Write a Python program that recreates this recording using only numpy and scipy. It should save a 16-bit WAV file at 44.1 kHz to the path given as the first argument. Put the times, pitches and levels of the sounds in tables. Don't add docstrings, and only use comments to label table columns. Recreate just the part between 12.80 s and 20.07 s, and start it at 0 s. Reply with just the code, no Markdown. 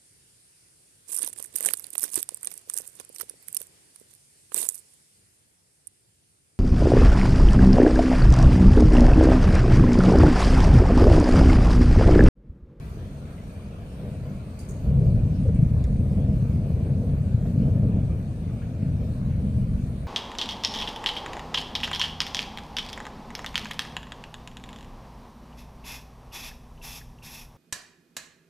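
import sys
import numpy as np
from scipy import signal
from scipy.fft import rfft, irfft
from scipy.io import wavfile
from scipy.ndimage import uniform_filter1d

SR = 44100
rng = np.random.default_rng(int(sys.argv[2]) if len(sys.argv) > 2 else 0)


def rack_gain(trim_db):
    fader = np.asarray(trim_db, float)
    return 10 ** (fader / 20)


def wrap_up_sound(samples):
    columns = np.atleast_2d(samples).T
    tamed = np.clip(columns, -1, 1)
    steps = np.round(tamed * 32767).astype(np.int16)
    wavfile.write(sys.argv[1], SR, steps)


N = 320607

# start in seconds, peak in dB, pitch in Hz.
STRONG_FRONTS = [(1.312, -22.5, 124), (1.36, -25.5, 98.5), (1.41, -24, 138.5), (2.047, -28.5, 84.3),
                 (2.216, -10, 135), (2.342, -9, 119), (2.39, -13.5, 112), (2.427, -12, 93.6),
                 (2.454, -22.5, 234), (2.673, -10, 91.7), (2.701, -13.5, 152), (2.787, -8, 120.7),
                 (2.824, -7, 143), (3.037, -13, 74.6), (3.129, -19.5, 68.6), (3.229, -25.5, 94.6),
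                 (3.267, -15.5, 69.5), (3.44, -12.5, 93.6), (3.935, -13, 94), (4.024, -14, 102.7),
                 (4.147, -18, 144), (4.237, -32.5, 104), (4.404, -14.5, 115.3), (4.54, -10.5, 112),
                 (4.775, -14, 126.6), (4.817, -13.5, 186), (4.838, -18.5, 115), (4.906, -14, 98),
                 (4.949, -13, 131.4), (4.991, -12, 114), (5.017, -14, 110.6), (5.066, -10.5, 122),
                 (5.122, -20.5, 148.4), (5.199, -18.5, 120), (5.259, -22.5, 110), (5.997, -21, 106),
                 (6.027, -16.5, 159.5), (6.061, -18, 134), (6.104, -23.5, 95), (6.164, -19.5, 97),
                 (6.529, -19, 126), (6.691, -30, 148), (6.71, -24, 140.5), (6.84, -16, 115.5)]
# start in seconds, peak in dB, pitch in Hz.
SHORT_GROWLS = [(1.19, -44, 500), (1.22, -39.5, 409), (1.285, -37, 483), (1.34, -38.5, 615),
                (1.495, -47, 404), (2.05, -37, 468), (2.098, -33.5, 506), (2.2, -28.5, 444),
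                (2.225, -34, 556), (2.3, -36, 515), (2.48, -38, 503), (2.648, -27, 458), (2.68, -26.5, 486),
                (3.03, -40, 410), (3.065, -34.5, 522), (3.19, -44, 478), (3.305, -37, 465),
                (3.638, -36, 471), (3.85, -44, 377), (3.945, -36.5, 400), (4.108, -33, 490),
                (4.156, -32, 482), (4.223, -34, 485), (4.439, -39, 490), (4.647, -39, 610),
                (4.755, -40, 492), (4.82, -31, 472), (4.875, -38, 434), (4.92, -35, 427), (5.012, -31, 526),
                (5.045, -34, 450), (5.085, -36, 480), (6.205, -38, 500), (6.645, -41, 384),
                (6.85, -41, 517)]
# frequency in Hz, relative level in dB per Hz.
THUNDER_COLOUR = [(15, -39.5), (25, -11.5), (69, -1), (139, 4), (216, -8.5), (334, -24), (492, -22.5),
                  (534, -26), (638, -26), (788, -39.5), (1200, -55), (1560, -79.5), (2640, -120)]
# frequency in Hz, left minus right in dB.
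THUNDER_SIDES = [(40, -4), (65, 0.5), (120, 2.5), (200, 0), (500, 0)]
# frequency in Hz, level of the part that differs between the ports in dB.
THUNDER_WIDTH = [(40, -27.5), (200, -43), (400, -14.5), (700, -22)]
# frequency in Hz, lateness of the left port in seconds.
THUNDER_DELAY = [(40, .0001), (150, 0.00023), (250, 0.000058), (450, 0.00001), (620, 0.000068)]
# time in seconds, level in dB, brightness in dB per part,
# level of the boxy band in dB.
ROLL_SURGES = [(0, -37, -3, -51), (.2, -36.5, -2, -50), (.55, -38, 1, -51.5), (1.12, -38, -1, -50.5),
               (1.21, -34, 0, -45.5), (1.33, -30, 4.5, -44.5), (1.75, -37, -1.5, -51.5),
               (2.0, -32, 1, -46.5), (2.07, -20.5, -3, -41), (2.4, -16.5, -1.5, -40),
               (2.54, -23.5, 2.5, -44), (2.7, -20.5, -1, -45), (2.8, -17, 0, -39), (2.92, -20.5, -3, -44.5),
               (3.45, -18.5, 2, -40), (3.55, -21, -1.5, -46), (4.02, -23.5, 1.5, -40.5),
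               (4.15, -21, 2.5, -42), (4.4, -23, -2.5, -43.5), (4.72, -22.5, 2.5, -44),
               (4.8, -16.5, 2.5, -39.5), (5.08, -18, 2.5, -38), (5.38, -25, -2, -46.5),
               (5.46, -29.5, 0, -48), (5.97, -29, 2.5, -45.5), (6.02, -23, 6, -40), (6.18, -23, -1.5, -45),
               (6.3, -26, 1, -48), (6.55, -22.5, 1.5, -47), (6.75, -20, -0.5, -46.5), (6.9, -21, -3.5, -47),
               (7.1, -26, 2, -49), (7.27, -30, -4, -51)]
# time in seconds, level against the roll in dB.
BODY_WEIGHT = [(0, -1.5), (1.5, -3), (2.5, -2), (3.2, -4.5), (3.8, -3.5), (4.3, -2), (4.9, -4.5), (5.5, -2),
               (6.1, -3.5), (6.7, -4.5), (7.27, -6.5)]
# start in seconds, level in dB, ringing in Hz, ring width in Hz,
# ring against hiss in dB, time to fade by 60 dB in seconds, rise in ms, hiss from Hz, hiss to Hz.
METAL_RUSTLES = [(1.7885, -51, 4740, 300, -6, .33, 2, 5800, 10800),
                 (1.8865, -51.5, 6620, 320, -2.5, .36, 1.5, 6000, 9900),
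                 (2.7445, -62, 9700, 300, -6, .35, 1, 7400, 10200)]
# start in seconds, peak in dB.
BOUNCES = [(3.0402, -38), (3.0424, -40)]
# frequency in Hz, level in dB, time to fade by 60 dB in seconds.
BOUNCE_TONES = [(2400, -6, .007), (3650, -4.5, .008), (5380, -1, .005), (6990, 0, .006), (8590, -5, .004),
                (9250, -5, .004), (11900, -20, .004)]
# start in seconds, peak in dB, pitch in Hz, width in Hz, fade in ms.
CLOSE_DRIPS = [(.575, -53, 2000, 150, 25), (.58, -56, 2600, 900, 30), (.79, -50, 1120, 200, 30),
               (.915, -55, 2550, 300, 30), (2.678, -51, 6000, 1500, 2), (2.69, -51, 1500, 1200, 25),
               (2.755, -51, 2400, 900, 30), (2.832, -55, 2400, 500, 10), (3.047, -52, 6000, 2000, 4),
               (3.051, -51, 1700, 900, 10), (3.160, -50, 2200, 600, 1.5), (3.1695, -52, 3800, 1500, 1.2),
               (5.675, -55, 2300, 700, 20), (5.695, -50, 1400, 500, 10), (4.654, -52, 1600, 600, 15),
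               (5.815, -47.5, 1550, 500, 40), (5.82, -52, 2400, 900, 35), (6.02, -53, 2500, 900, 45),
               (6.31, -59, 4300, 500, 60), (6.5, -51, 1900, 1800, 35)]
# frequency in Hz, relative level in dB per Hz.
RAIN_COLOUR = [(600, 3.5), (1000, -1), (1500, -3), (2050, -9), (2350, -5), (3200, -11), (4500, -10.5),
               (5000, -16), (6300, -14.5), (7800, -19.5), (8100, -12), (9500, -15), (11000, -17.5),
               (13200, -19.5), (14500, -25), (15400, -38.5)]
# frequency in Hz, left minus right in dB.
RAIN_SIDES = [(1000, 1), (4000, 1.5), (7500, -1.5), (8200, -4), (11000, -0.5)]
# frequency in Hz, shared part of the power from 0 to 1.
RAIN_LIKENESS = [(1000, 0), (2300, 0.48), (3200, 0.29), (7600, 0), (8300, 0.2), (10500, 0.92),
                 (11300, .995), (12200, 1), (12900, .8), (13200, .998)]
# frequency in Hz, lateness of the left port in seconds.
RAIN_DELAY = [(7800, -.00043), (7801, .00022)]

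DEEP_HZ, GROWL_HZ, BOXY_HZ, ROLL_TOP_HZ = 90, 186.5, 316, 1500
FRONTS_PER_S = 4000
DEEP_DB, GROWL_DB = -7.5, -12
FAR_DEEP_DB, FAR_GROWL_DB = -48, -51
SURGE_DB, SURGES_PER_S = 1.4, 14
BOOM_CYCLES = 0.96
BOOM_TURN = 0.38
GROWL_CYCLES, GROWL_WIDTH = 6.4, 0.11
THINS, THINS_S = .5, .03
KNOCKS_PER_S, KNOCK_SPREAD_DB, BETWEEN_KNOCKS = 1100, 8, 1.6
SIZZLE_DB, SIZZLE_FROM_HZ, SIZZLE_TO_HZ = -13, 12400, 15800
TAP_RISE_S = .0004
BLIP_S, BLIP_DB, BLIP_FROM_HZ, BLIP_TO_HZ, BLIP_MS = 3.040, -52, 2900, 1600, 6
PLINKS, PLINK_DB = 1500, -65.5
ROOF_TOP_HZ = 3500
ROOF_DB, LAWN_DB = -44.5, -46
RAIN_EASES_DB_PER_S = -0.1871
SPECKS_PER_S, SPECK_DB, SPECK_SPREAD_DB = 2500, -63, 14


def curve(table, column=1):
    table = np.array(table)
    return np.interp(np.arange(N) / SR, table[:, 0], table[:, column])


def across(table):
    table = np.array(table)
    bin_hz = np.arange(N // 2 + 1) * SR / N
    return np.interp(np.log(bin_hz + 1), np.log(table[:, 0]), table[:, 1])


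def unit(x):
    return x / np.sqrt(np.mean(x ** 2))


def band(x, lo_hz, hi_hz, order=3):
    return signal.sosfilt(signal.butter(order, [lo_hz, hi_hz], "band", fs=SR, output="sos"), x)


def band_of(spectrum, lo_hz, hi_hz, overlap=0.1):
    octave = np.log2(np.arange(N // 2 + 1) * SR / N + 1)
    rise, fall = (np.clip((octave - np.log2(hz)) / overlap / 2 + .5, 0, 1) for hz in (lo_hz, hi_hz))
    return irfft(spectrum * (rise - fall), N)


def walk(rate):
    k = int(SR / rate)
    held = np.repeat(rng.standard_normal(N // k + 1), k)
    return 0.94 * uniform_filter1d(uniform_filter1d(held, k), k)[:N]


def swell(t):
    return (t * np.exp(1 - t)) ** 3


def ports(shared, own, likeness, balance_db, lag_s):
    late = np.exp(-2j * np.pi * np.arange(N // 2 + 1) * SR / N * lag_s)
    both = np.sqrt(likeness) * np.array([shared * late, shared]) + np.sqrt(1 - likeness) * own
    return irfft(both * rack_gain(np.array([balance_db, -balance_db]) / 2), N)


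def thunder():
    wide, strong = rfft(roll()), booms()
    near = uniform_filter1d(abs(strong), int(THINS_S * SR)) / rack_gain(curve(ROLL_SURGES))
    both = roll() * (1 - THINS * np.tanh(2 * near)) + strong
    likeness = 1 - rack_gain(2 * across(THUNDER_WIDTH))
    own = np.array([wide, -wide])
    return ports(rfft(both), own, likeness, across(THUNDER_SIDES), across(THUNDER_DELAY))


def roll():
    air = fronts(spread_db=0.1)
    level, bright = curve(ROLL_SURGES), curve(ROLL_SURGES, column=2)
    surge = lambda db: rack_gain(db + SURGE_DB * walk(SURGES_PER_S))
    deep = steady(band_of(air, 10, DEEP_HZ), hold_s=0.12, share=1.0)
    deep = deep * (surge(level + DEEP_DB - bright) + rack_gain(FAR_DEEP_DB))
    body = steady(band_of(air, DEEP_HZ, GROWL_HZ), hold_s=0.034, share=0.48)
    body = body * surge(level + curve(BODY_WEIGHT))
    growl = steady(band_of(air, GROWL_HZ, BOXY_HZ), hold_s=0.23, share=0.14)
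    growl = growl * (surge(level + GROWL_DB + bright) + rack_gain(FAR_GROWL_DB))
    edges = np.geomspace(BOXY_HZ, ROLL_TOP_HZ, 9)
    boxy = sum(band_of(air, lo, hi) * rack_gain(1.0 * walk(5.5)) for lo, hi in zip(edges, edges[1:]))
    boxy = steady(boxy, hold_s=0.032, share=0.41) * surge(curve(ROLL_SURGES, column=3))
    return deep + body + growl + boxy


def fronts(spread_db):
    hit = rng.random(N) < FRONTS_PER_S / SR
    jumps = hit * rng.standard_normal(N) * rack_gain(spread_db * rng.exponential(size=N))
    return rfft(jumps) * rack_gain(across(THUNDER_COLOUR))


def steady(x, hold_s, share):
    k = int(hold_s * SR)
    power = uniform_filter1d(uniform_filter1d(unit(x) ** 2, k), k)
    return unit(x / (power + 0.054) ** (np.clip(share, 0, 1) / 2))


def booms():
    out, t = np.zeros(N + SR), np.arange(SR // 5) / SR
    for s, db, hz in STRONG_FRONTS:
        wave = swell(t * hz / BOOM_CYCLES) * np.sin(2 * np.pi * (t * hz + BOOM_TURN))
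        out[int(s * SR):][:len(t)] += rack_gain(db) * wave
    noises = rng.standard_normal((len(SHORT_GROWLS), 2 * len(t)))
    for (s, db, hz), noise in zip(SHORT_GROWLS, noises):
        rough = band(noise, hz * (1 - GROWL_WIDTH), hz * (1 + GROWL_WIDTH), order=2)
        rough = rough[len(t):] * swell(t * hz / GROWL_CYCLES)
        out[int(s * SR):][:len(t)] += rack_gain(db) * rough / abs(rough).max()
    return out[:N]


def rustles():
    out, t = np.zeros((3, N + SR)), np.arange(SR // 4) / SR
    for s, db, hz, width, ring_db, t60, rise_ms, lo_hz, hi_hz in METAL_RUSTLES:
        knocks = (rng.random(len(t)) < KNOCKS_PER_S / SR) * rack_gain(KNOCK_SPREAD_DB * rng.random(len(t)))
        shake = unit(uniform_filter1d(knocks, size=12)) + BETWEEN_KNOCKS
        noise = rng.standard_normal((2, 3, len(t))) * shake
        ring = unit(band(noise[0], hz - width / 2, hz + width / 2, order=2))
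        sizzle = unit(band(noise[1], SIZZLE_FROM_HZ, SIZZLE_TO_HZ))
        hiss = unit(band(noise[1], lo_hz, hi_hz, order=3)) + rack_gain(SIZZLE_DB) * sizzle
        fade = np.minimum(1000 * t / rise_ms, 1) * rack_gain(-60 * t / t60 + 2 * walk(400)[:len(t)])
        rustle = (rack_gain(ring_db) * ring + hiss * rack_gain(-25 * t)) * fade
        out[:, int(s * SR):][:, :len(t)] += rustle * rack_gain(db)
    return out[:, :N]


def taps():
    out, t = np.zeros(N + SR), np.arange(SR // 20) / SR
    ring = sum(rack_gain(db - 60 * t / t60) * np.sin(2 * np.pi * hz * t) for hz, db, t60 in BOUNCE_TONES)
    ring = ring * np.minimum(t / TAP_RISE_S, 1)
    for s, db in BOUNCES:
        out[int(s * SR):][:len(t)] += rack_gain(db) * ring / abs(ring).max()
    hz = BLIP_TO_HZ + (BLIP_FROM_HZ - BLIP_TO_HZ) * np.exp(-1000 * t / BLIP_MS)
    note = swell(1000 * t / BLIP_MS) * np.sin(2 * np.pi * np.cumsum(hz) / SR)
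    out[int(BLIP_S * SR):][:len(t)] += rack_gain(BLIP_DB) * note
    return out[:N]


def drips():
    out, t = np.zeros((2, N + SR)), np.arange(SR // 8) / SR
    for s, db, hz, width, fade_ms in CLOSE_DRIPS:
        mid, left, right = rng.standard_normal((3, len(t))) * np.exp(-1000 * t / fade_ms)
        tick = band(mid + 0.56 * np.array([left, right]), hz - width / 2, hz + width / 2, order=3)
        out[:, int(s * SR):][:, :len(t)] += tick / abs(tick).max() * rack_gain(db)
    return out[:, :N]


def plinks():
    out, t = np.zeros((2, N + SR)), np.arange(SR // 20) / SR
    for when, pitch, size, side, ring in rng.random((PLINKS, 5)):
        hz = 900 * 2 ** (3.2 * pitch)
        db = PLINK_DB - 3.7 * np.log2(hz / 1000) - 2.9 * np.log(size + 0.035)
        fade = np.exp(-t / (0.004 + 0.024 * ring))
        wave = np.sin(2 * np.pi * hz * t) * fade * np.minimum(t / 0.0024, 1)
        side_db = 5.1 * (2 * side - 1) * np.array([[1], [-1]])
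        out[:, int(when * N):][:, :len(t)] += wave * rack_gain(db + side_db)
    return out[:, :N]


def rain():
    shared, *own = patter(count=3) + rfft(rustles())
    likeness = np.clip(across(RAIN_LIKENESS), 0, 1)
    return ports(shared, np.array(own), likeness, across(RAIN_SIDES), across(RAIN_DELAY))


def patter(count):
    out = np.zeros((2, count, N))
    for lo_hz in 500 * 2 ** np.arange(0, 5, 1 / 6):
        hiss = band(rng.standard_normal((count, N)), lo_hz, 2 ** (1 / 6) * lo_hz, order=2)
        out[int(lo_hz > ROOF_TOP_HZ)] += hiss * rack_gain(3.6 * walk(17))
    roof = out[0] * rack_gain(ROOF_DB + 0.82 * walk(11))
    lawn = out[1] * rack_gain(LAWN_DB + .9 * walk(12))
    both = (roof + lawn) * rack_gain(RAIN_EASES_DB_PER_S * np.arange(N) / SR)
    return rfft(both) * rack_gain(across(RAIN_COLOUR))


def specks():
    hit = rng.random((2, N)) < SPECKS_PER_S / SR
    ticks = hit * rng.standard_normal((2, N)) * rack_gain(SPECK_SPREAD_DB * rng.random((2, N)))
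    coloured = irfft(rfft(ticks) * rack_gain(across(RAIN_COLOUR)), N)
    return rack_gain(SPECK_DB) * unit(band(coloured, 830, 9700, order=2))


def scene():
    return thunder() + rain() + plinks() + specks() + drips() + taps()


def roll_off(x):
    return signal.sosfilt(signal.butter(12, 15580, fs=SR, output="sos"), x)


def record(dry):
    return roll_off(dry)


dry = scene()
out = record(dry)
wrap_up_sound(out)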